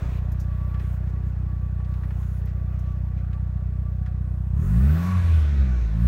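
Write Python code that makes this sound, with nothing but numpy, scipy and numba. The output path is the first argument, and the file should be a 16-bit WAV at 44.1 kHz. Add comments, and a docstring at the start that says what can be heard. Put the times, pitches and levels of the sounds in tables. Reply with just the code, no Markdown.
"""A turbocharged four-cylinder idles, is blipped, and climbs again at the end, heard from the driver's seat, door open.
Uneven firing pulses excite exhaust and cabin resonances, and a sine booms at the firing rate; tones locked to
engine speed whine, and pulsed noise makes the valve-gear rush and trim buzz. Filtered noise makes the intake hiss
and venting boost. The driver settles with a low sine thud, cloth rustle and short noise ticks."""
import sys
import numpy as np
from scipy import signal
from scipy.io import wavfile
from scipy.ndimage import uniform_filter1d
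from numba import njit

SR = 44100
rng = np.random.default_rng(int(sys.argv[2]) if len(sys.argv) > 2 else 0)


def inscribe(sig):
    """Save sig as 16-bit PCM at rate SR to the path in sys.argv[1].

    A 1-D sig is mono; a 2-D sig holds one channel per row.
    Samples are clipped to [-1, 1] before scaling.
    """
    pcm = np.round(np.clip(np.atleast_2d(sig).T, -1, 1) * 32767)
    wavfile.write(sys.argv[1], SR, pcm.astype(np.int16))


N = 267687  # samples
IDLE_HZ = 30.7  # firing rate at idle
OPEN_S = 0.16  # rise and fall time of throttle load and intake flow

# throttle blips: opens t/s, starts to shut t/s, depth/0-1
BLIPS = [(4.492, 5.07, 0.92), (5.904, 6.3, 0.67)]


def undb(db):
    """Level to amplitude: 20 dB is a factor of ten."""
    return 10 ** (np.asarray(db) / 20)


def curves(table):
    """Linear interpolation in time of every column after the first."""
    s, *columns = np.transpose(table)
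    return [np.interp(np.arange(N) / SR, s, c) for c in columns]


@njit
def svf(x, hz, width):
    """State-variable filter: two coupled integrators give low-pass and band-pass with a moving centre."""
    low, band, b, l = np.empty(len(x)), np.empty(len(x)), 0., 0.
    for i in range(len(x)):
        g, k = np.tan(np.pi * hz[i] / SR), width[i] / hz[i]
        v = (b + g * (x[i] - l)) / (1 + g * (g + k))
        low[i], band[i] = l + g * v, k * v
        b, l = 2 * v - b, l + 2 * g * v
    return low, band


def band(x, hz, width):
    """Damped resonance at a fixed frequency, gain 1 at the centre."""
    return svf(x, np.full(len(x), 1. * hz), np.full(len(x), 1. * width))[1]


def band_twice(x, hz, width):
    """Two equal resonances in cascade, for steeper skirts."""
    return band(band(x, hz, width), hz, width)


def walk(rate):
    """Random modulation: levels held 1 / rate s and smoothed twice; spread near 1."""
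    k = int(SR / rate)
    held = np.repeat(rng.standard_normal(N // k + 5), k)
    smooth = uniform_filter1d(uniform_filter1d(held, k), k)
    return 1.51 * smooth[2 * k:2 * k + N]


def colour(points, flicker_db):
    """Spectral shaping: narrow noise bands that flicker independently, summed to rms 1."""
    hz, db = np.transpose(points)
    total = 0
    for f in hz[0] * 2 ** np.arange(0, np.log2(hz[-1] / hz[0]), 1 / 5):
        noise = band_twice(rng.standard_normal(N), f, f / 4)
        level_db = np.interp(np.log(f), np.log(hz), db) + flicker_db * walk(9)
        total = total + undb(level_db) * noise
    return total / np.std(total)


def beat(hz, depth):
    """Amplitude modulation that swells once a period of the given rate."""
    return 1 + np.clip(depth, 0, 1) * np.cos(2 * np.pi * (np.cumsum(hz) / SR + 0.21))


def gate(start, end, edge_s):
    """Linear envelope 0-1: rises from the start, holds, falls after the end."""
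    t = np.arange(N) / SR
    return np.clip(np.minimum(t - start, end + edge_s - t) / edge_s, 0, 1)


def panels(x):
    """Modal resonance: dash and bulkhead ring as a parallel bank of modes."""
    # f/Hz, width/Hz, gain/dB
    modes = [(419, 12, -2), (559, 22, 1), (638, 11, 4), (725, 8.1, 2), (1000, 17, -13.5), (1090, 17, -21),
             (1136, 13, -4), (1366, 36, -4), (1477, 67, -0.5), (1666, 49, 0.5), (1777, 45, -1.5),
             (1908, 21, -1.5), (2250, 19, -12), (2310, 19, -10), (2497, 22, -3.5), (3467, 17, -10),
             (4090, 38, -18.5)]
    return sum(undb(db) * band(x, f, w) for f, w, db in modes)


@njit
def fire(hz, stretch, size, p):
    """Phase accumulation: a pulse at each wrap, every period with its own rate factor and strength."""
    pulses, k = np.zeros(len(hz)), 0
    for i in range(len(hz)):
        p += hz[i] * stretch[k] / SR
        if p >= 1:
            p, k = p - 1, k + 1
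            pulses[i] = size[k]
    return pulses


def exhaust(hz, boom_db, tones_db):
    """Source and resonator: firings ring pipe and cabin; the swing of gas flow booms at the firing rate."""
    # cylinders in firing order: strength/dB, offset of firing rate/fraction
    cylinders = [(0.7, .006), (-0.7, -0.027), (1, .006), (-0.6, -.006)]
    # pipe and cabin resonances: f/Hz, width/Hz, gain/dB
    resonances = [(67.6, 28.3, 6.5), (89.8, 40, -2), (128.7, 59, -10.5), (147.8, 57, -3),
                  (195.2, 25.4, -1.5)]
    firings = N // 400
    rate_chance, strength_chance = rng.standard_normal((firings, 2)).T
    strength_db, offset = np.tile(np.transpose(cylinders), firings)[:, :firings]
    pulses = fire(hz, 1 + offset + 0.0053 * rate_chance, undb(strength_db + 1.1 * strength_chance), 0.529)

    # each blow lasts a fixed crank angle, so it sharpens with speed
    blows = svf(pulses, 3.08 * hz, 4.83 * hz)[0]
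    blows = svf(blows, 5.59 * hz, 6.34 * hz)[0]
    # take out the firing rate itself, which the boom supplies
    blows = blows - svf(blows, hz, 1.17 * hz)[1]
    pipe = sum(undb(db) * band(blows, f, w) for f, w, db in resonances)
    # every second firing comes down a shorter runner with a sharper edge: pulses of alternating sign ring a
    # double resonance near 155 Hz
    alternating = pulses * (-1.) ** np.cumsum(pulses > 0)
    pipe = pipe + undb(-17.5) * band_twice(alternating, 154.5, 140)
    # the muffler passes only the bass
    pipe = signal.sosfilt(signal.butter(8, 196, fs=SR, output="sos"), pipe)
    pipe = signal.sosfilt(signal.butter(2, 45, "high", fs=SR, output="sos"), pipe)

    # a running rms of the overtones evens the pipe level before tones_db sets it
    overtones = signal.sosfilt(signal.butter(4, [100, 230], "band", fs=SR, output="sos"), pipe)
    loudness = np.sqrt(uniform_filter1d(uniform_filter1d(overtones ** 2, size=5800), size=2900))

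    boom_phase = np.cumsum(hz) / SR + .3 + .015 * walk(25)
    boom = np.sqrt(2) * np.sin(2 * np.pi * boom_phase)
    # off throttle, when the overtones die away, unsteady gas burbles around the boom
    overrun = np.clip((boom_db - tones_db) / 14, .25, 1)
    burble = band_twice(rng.standard_normal(N), 70, 60)
    boom = undb(1.0 * walk(30)) * boom + undb(-11.5) * overrun * burble / np.std(burble)
    return undb(tones_db) * pipe / loudness + undb(boom_db) * boom


def whine(hz):
    """Order tones: gears and belts sing at multiples of the firing rate, heard where the panels resonate."""
    # multiple of the firing rate/1, level at the starting rate before beat and panels/dB
    orders = [(12.35, -72), (18.6, -58), (27.7, -56.5)]
    turns = np.cumsum(hz) / SR
    tones = 0
    for multiple, db in orders:
        level = undb(db + 1.5 * walk(10))
        tones = tones + level * np.sin(2 * np.pi * (multiple * turns + 0.19 * walk(50)))
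    tones = tones * (hz / hz[0]) ** 0.8 * beat(hz, 0.21)
    return undb(-3.5) * panels(tones) + undb(2.0) * band_twice(tones, 1176, 260)


def sing(hz):
    """Resonant order tone: grainy, throbs once an engine cycle, leaves its resonance as the engine speeds up."""
    # thin accessory tone at idle: t/s, level/dB
    idle_level = [(0, -72), (.45, -62), (.65, -56), (1.2, -62), (1.95, -58), (2.25, -71), (2.8, -59.5),
                  (3.3, -63.5), (4.4, -66)]
    order, wander_db, drop_db_per_hz = 37.3, 1.2, 8.  # order: multiple of the firing rate
    level_db = curves(idle_level)[0] + wander_db * walk(7.87)
    level_db = level_db - drop_db_per_hz * np.maximum(hz - IDLE_HZ - 1, 0)
    grain = undb(level_db + 2.6 * walk(25.13))
    phase = order * np.cumsum(hz) / SR + .16 * walk(50)
    return grain * beat(hz / 4, .4) * np.sqrt(2) * np.sin(2 * np.pi * phase)


def bay(hz, load):
    """Modulated broadband noise: valve gear, fan and belts rush in pulses and ring the panels."""
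    # f/Hz, relative density/dB
    spectrum = [(150, -25), (260, -3), (382, -4), (520, -11.5), (562, -4.5), (722, -11), (787, -13),
                (1160, -11.5), (2600, -34), (3380, -47.5), (5720, -120)]
    # louder near the open door: t/s, gain/dB
    door = [(0, 12), (.2, 4.5), (1.1, 3.5), (1.6, 1), (2.4, 2.5), (3.1, 0.1), (4.4, -1)]
    idle_db, db_per_octave, load_db = -54.5, 6.5, 4.
    level_db = idle_db + db_per_octave * np.log2(hz / IDLE_HZ) + load_db * load + curves(door)[0]
    rush = colour(spectrum, flicker_db=2.5) * beat(hz, 0.13)
    ring = panels(rng.standard_normal(N) * beat(hz, 0.18))
    ring = 0.34 * ring / np.std(ring) * (hz / hz[0]) ** 0.73
    return undb(level_db) * (rush + ring)


def buzz(hz):
    """Forced rattle: noise pulsed once a firing drives two close trim resonances, strongest near top speed."""
    level_db, top_hz, db_per_hz = -40.5, 91.3, 1.2  # full above this firing rate, fading below it
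    shake = rng.standard_normal(N) * beat(hz, 0.99) ** 2
    rattle = band_twice(shake, 1120, 70) + .5 * band_twice(shake, 1000, 70)
    return undb(level_db - db_per_hz * np.maximum(top_hz - hz, 0)) * rattle / np.std(rattle)


def rasp(hz):
    """Forced rattle: a higher trim resonance answers over a wider range of speed."""
    level_db, top_hz, db_per_hz = -52, 72., .8  # full above this firing rate, fading below it
    rattle = band_twice(rng.standard_normal(N) * beat(hz, .7) ** 2, 1500, 110)
    level_db = level_db - db_per_hz * np.maximum(top_hz - hz, 0) + 3.0 * walk(14)
    return undb(level_db) * rattle / np.std(rattle)


def clatter_power(hz, load):
    """Impact noise: power grows with engine speed, a little late, and with load."""
    idle_db, db_per_octave, load_db, lag_s = -75, 16.5, 1, .11
    t = np.arange(N) / SR
    late_hz = np.interp(t - lag_s, t, hz)
    return undb(idle_db + db_per_octave * np.log2(late_hz / IDLE_HZ) + load_db * load) ** 2


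def intake_power():
    """Turbulent flow noise: the intake hisses under throttle, sagging in level, over a steady floor."""
    floor_db, intake_db, sag_db_per_s = -78, -56.5, -4.
    t = np.arange(N) / SR
    power = undb(floor_db) ** 2
    for opens, shuts, depth in BLIPS:
        intake = undb(intake_db + sag_db_per_s * (t - opens)) * gate(opens, shuts, OPEN_S) ** 2
        power = power + (depth * intake) ** 2
    return power


def vent():
    """Jet noise: boost escapes as wide-band hiss around the shutting of the throttle."""
    gain_db, hold_s, fade_s = -57.5, 0.34, .12
    level = 0
    for _, shuts, _ in BLIPS:
        level = level + undb(gain_db) * gate(shuts - OPEN_S, shuts + hold_s, fade_s) ** 2
    return level * band(rng.standard_normal(N), 9000, 9000)


def rustle_power():
    """Friction noise: cloth and seat rub in short strokes, as powers in a low and an airy colour."""
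    # start t/s, length/s, low level/dB, airy level/dB
    strokes = [(-.1, 0.32, -57.5, -66), (0.195, 0.68, -70, -78), (0.776, 0.22, -64.5, -66.5),
               (1.22, 0.12, -78, -73), (1.86, 0.35, -67.5, -73.5), (2.15, 0.29, -68, -65.5),
               (2.447, 0.086, -59, -82), (2.69, 0.27, -66.5, -79), (2.93, .07, -65, -87),
               (3.15, .08, -64, -76)]
    edge_s = 0.045
    low, airy = 0, 0
    for s, length, low_db, airy_db in strokes:
        rub = gate(s, s + length - edge_s, edge_s) ** 2
        low = low + undb(low_db) ** 2 * rub
        airy = airy + undb(airy_db) ** 2 * rub
    return low, airy


def treble(hz, load):
    """Incoherent addition: clatter, intake and rustle add as powers in two noise colours; vent joins them."""
    # low colour, shared by clatter and rustle: f/Hz, relative density/dB
    low_spectrum = [(1290, -21), (2200, 3.5), (2610, -2.5), (3210, -7), (4010, -5.5), (4860, -31.5),
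                    (5260, -7), (8500, -25.5), (11000, -48), (18700, -120)]
    # airy colour, shared by intake and rustle: f/Hz, relative density/dB
    airy_spectrum = [(4410, -21.5), (7500, -1), (7930, -20.5), (9200, 2.5), (10500, -13), (11000, -5.5),
                     (14900, -1.5), (15700, -2.5)]
    rustle_low, rustle_airy = rustle_power()
    low = np.sqrt(clatter_power(hz, load) + rustle_low) * colour(low_spectrum, flicker_db=2.5)
    airy = np.sqrt(intake_power() + rustle_airy) * colour(airy_spectrum, flicker_db=2.7)
    return low + airy + vent()


def ticks(events, width, attack_s, ring):
    """Impulsive excitation: decaying noise bursts, of which a share rings on in the panels."""
    out, t = np.zeros(N), np.arange(SR // 4) / SR
    for s, db, hz, t60 in events:
        burst = band_twice(rng.standard_normal(len(t)), hz, width * hz)
        burst = burst * (1 - np.exp(-t / attack_s)) * np.exp(-np.log(1000) * t / t60)
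        i = int(s * SR)
        out[i:i + len(t)] += undb(db) * burst / np.max(np.abs(burst))
    return out + ring * panels(out)


def thud():
    """Low-frequency impact: weight lands on the seat as a few sine cycles that swell and fade."""
    start_s, length_s, hz, peak_db = 0.0477, 0.067, 92.5, -24
    t = np.clip(np.arange(N) / SR - start_s, 0, length_s)
    return undb(peak_db) * np.sin(2 * np.pi * hz * t) * np.sin(np.pi * t / length_s)


def driver():
    """Contact transients: knocks of seat and trim, bright scuffs, and the bump on the seat."""
    # t/s, peak level before panel ring/dB, centre f/Hz
    knock_table = [(0.742, -47, 1500), (0.795, -46.5, 1800), (1.072, -51, 1700), (1.799, -44, 800),
                   (1.846, -53, 2500), (1.939, -47.5, 2100), (2.034, -42, 1000), (2.106, -43, 1100),
                   (2.228, -50, 1900), (2.416, -51.5, 1800), (2.471, -48.5, 2000), (3.33, -47, 1900),
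                   (4.061, -44, 1300)]
    # t/s, peak level of low colour/dB, peak level of high colour/dB, t60/s
    scuff_table = [(.317, -51, -49, 0.067), (0.396, -49, -52, 0.15), (.796, -65, -63, .08),
                   (1.089, -59, -65, .09), (2.452, -60, -53, 0.057), (2.789, -55.5, -60, 0.057)]
    # centres of the low and high scuff colours: f/Hz
    scuff_centres = (5900, 13300)
    knock_t60_s = 0.087
    knocks = [(s, db, hz, knock_t60_s) for s, db, hz in knock_table]
    scuffs = []
    for s, *levels, t60 in scuff_table:
        for db, hz in zip(levels, scuff_centres):
            scuffs.append((s, db, hz, t60))
    return ticks(knocks, 1.3, 0.00026, 1.7) + ticks(scuffs, 0.68, 0.0032, .01) + thud()


def hum():
    """Steady tones: thin sines waver a little in level and phase and do not follow the engine."""
    # f/Hz, level/dB
    tones = [(425, -72.5), (640, -68), (732, -68), (1556, -75)]
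    t = np.arange(N) / SR
    out = 0
    for hz, db in tones:
        level = undb(db + 3.2 * walk(6)) * np.sqrt(2)
        out = out + level * np.sin(2 * np.pi * (hz * t + 0.31 * walk(12)))
    return out


def rumble():
    """Structural resonance: the body shell shudders as low-band noise below the firing tones."""
    low = band(rng.standard_normal(N), 28, 36)
    return undb(-61.5) * low / np.std(low)


def scene():
    """Superposition: engine, accessories and driver add in one channel."""
    # t/s, firing rate f/Hz, boom level at the firing rate/dB, firing overtone level/dB
    engine_course = [(0, 30.65, -38.5, -31), (2, 30.7, -57.5, -32), (4.46, 31.01, -52, -31.5),
                     (4.518, 30.45, -48, -29), (4.6, 39.36, -46, -24), (4.652, 45.83, -25.5, -27.5),
                     (4.772, 60.4, -16.5, -19), (4.83, 67.4, -15.5, -23), (4.92, 78.6, -17.5, -23),
                     (4.98, 84.17, -24.5, -24.5), (5.096, 92.5, -25, -26), (5.164, 90.4, -18, -29),
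                     (5.3, 82.8, -17, -40), (5.45, 74.15, -15, -40.5), (5.515, 71.5, -22, -32),
                     (5.61, 67.06, -16.5, -30.5), (5.72, 62.16, -19.5, -30.5), (5.76, 60.34, -21.5, -34.5),
                     (5.82, 58.43, -19.5, -40.5), (5.9, 53.36, -24, -33.5), (5.98, 57.3, -24, -24.5),
                     (6.07, 62.7, -13, -21)]
    hz, boom_db, tones_db = curves(engine_course)
    load = sum(depth * gate(opens, shuts, OPEN_S) for opens, shuts, depth in BLIPS)
    engine = exhaust(hz, boom_db, tones_db) + whine(hz) + sing(hz) + bay(hz, load)
    trim = buzz(hz) + rasp(hz)
    return (engine + trim + treble(hz, load) + driver() + hum() + rumble())[None, :]


def record(dry):
    """Band limiting: the phone cuts the top with a steep elliptic low-pass."""
    top_hz = 15800
    return signal.sosfilt(signal.ellip(10, .2, 80, top_hz, fs=SR, output="sos"), dry)


dry = scene()
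out = record(dry)
inscribe(out)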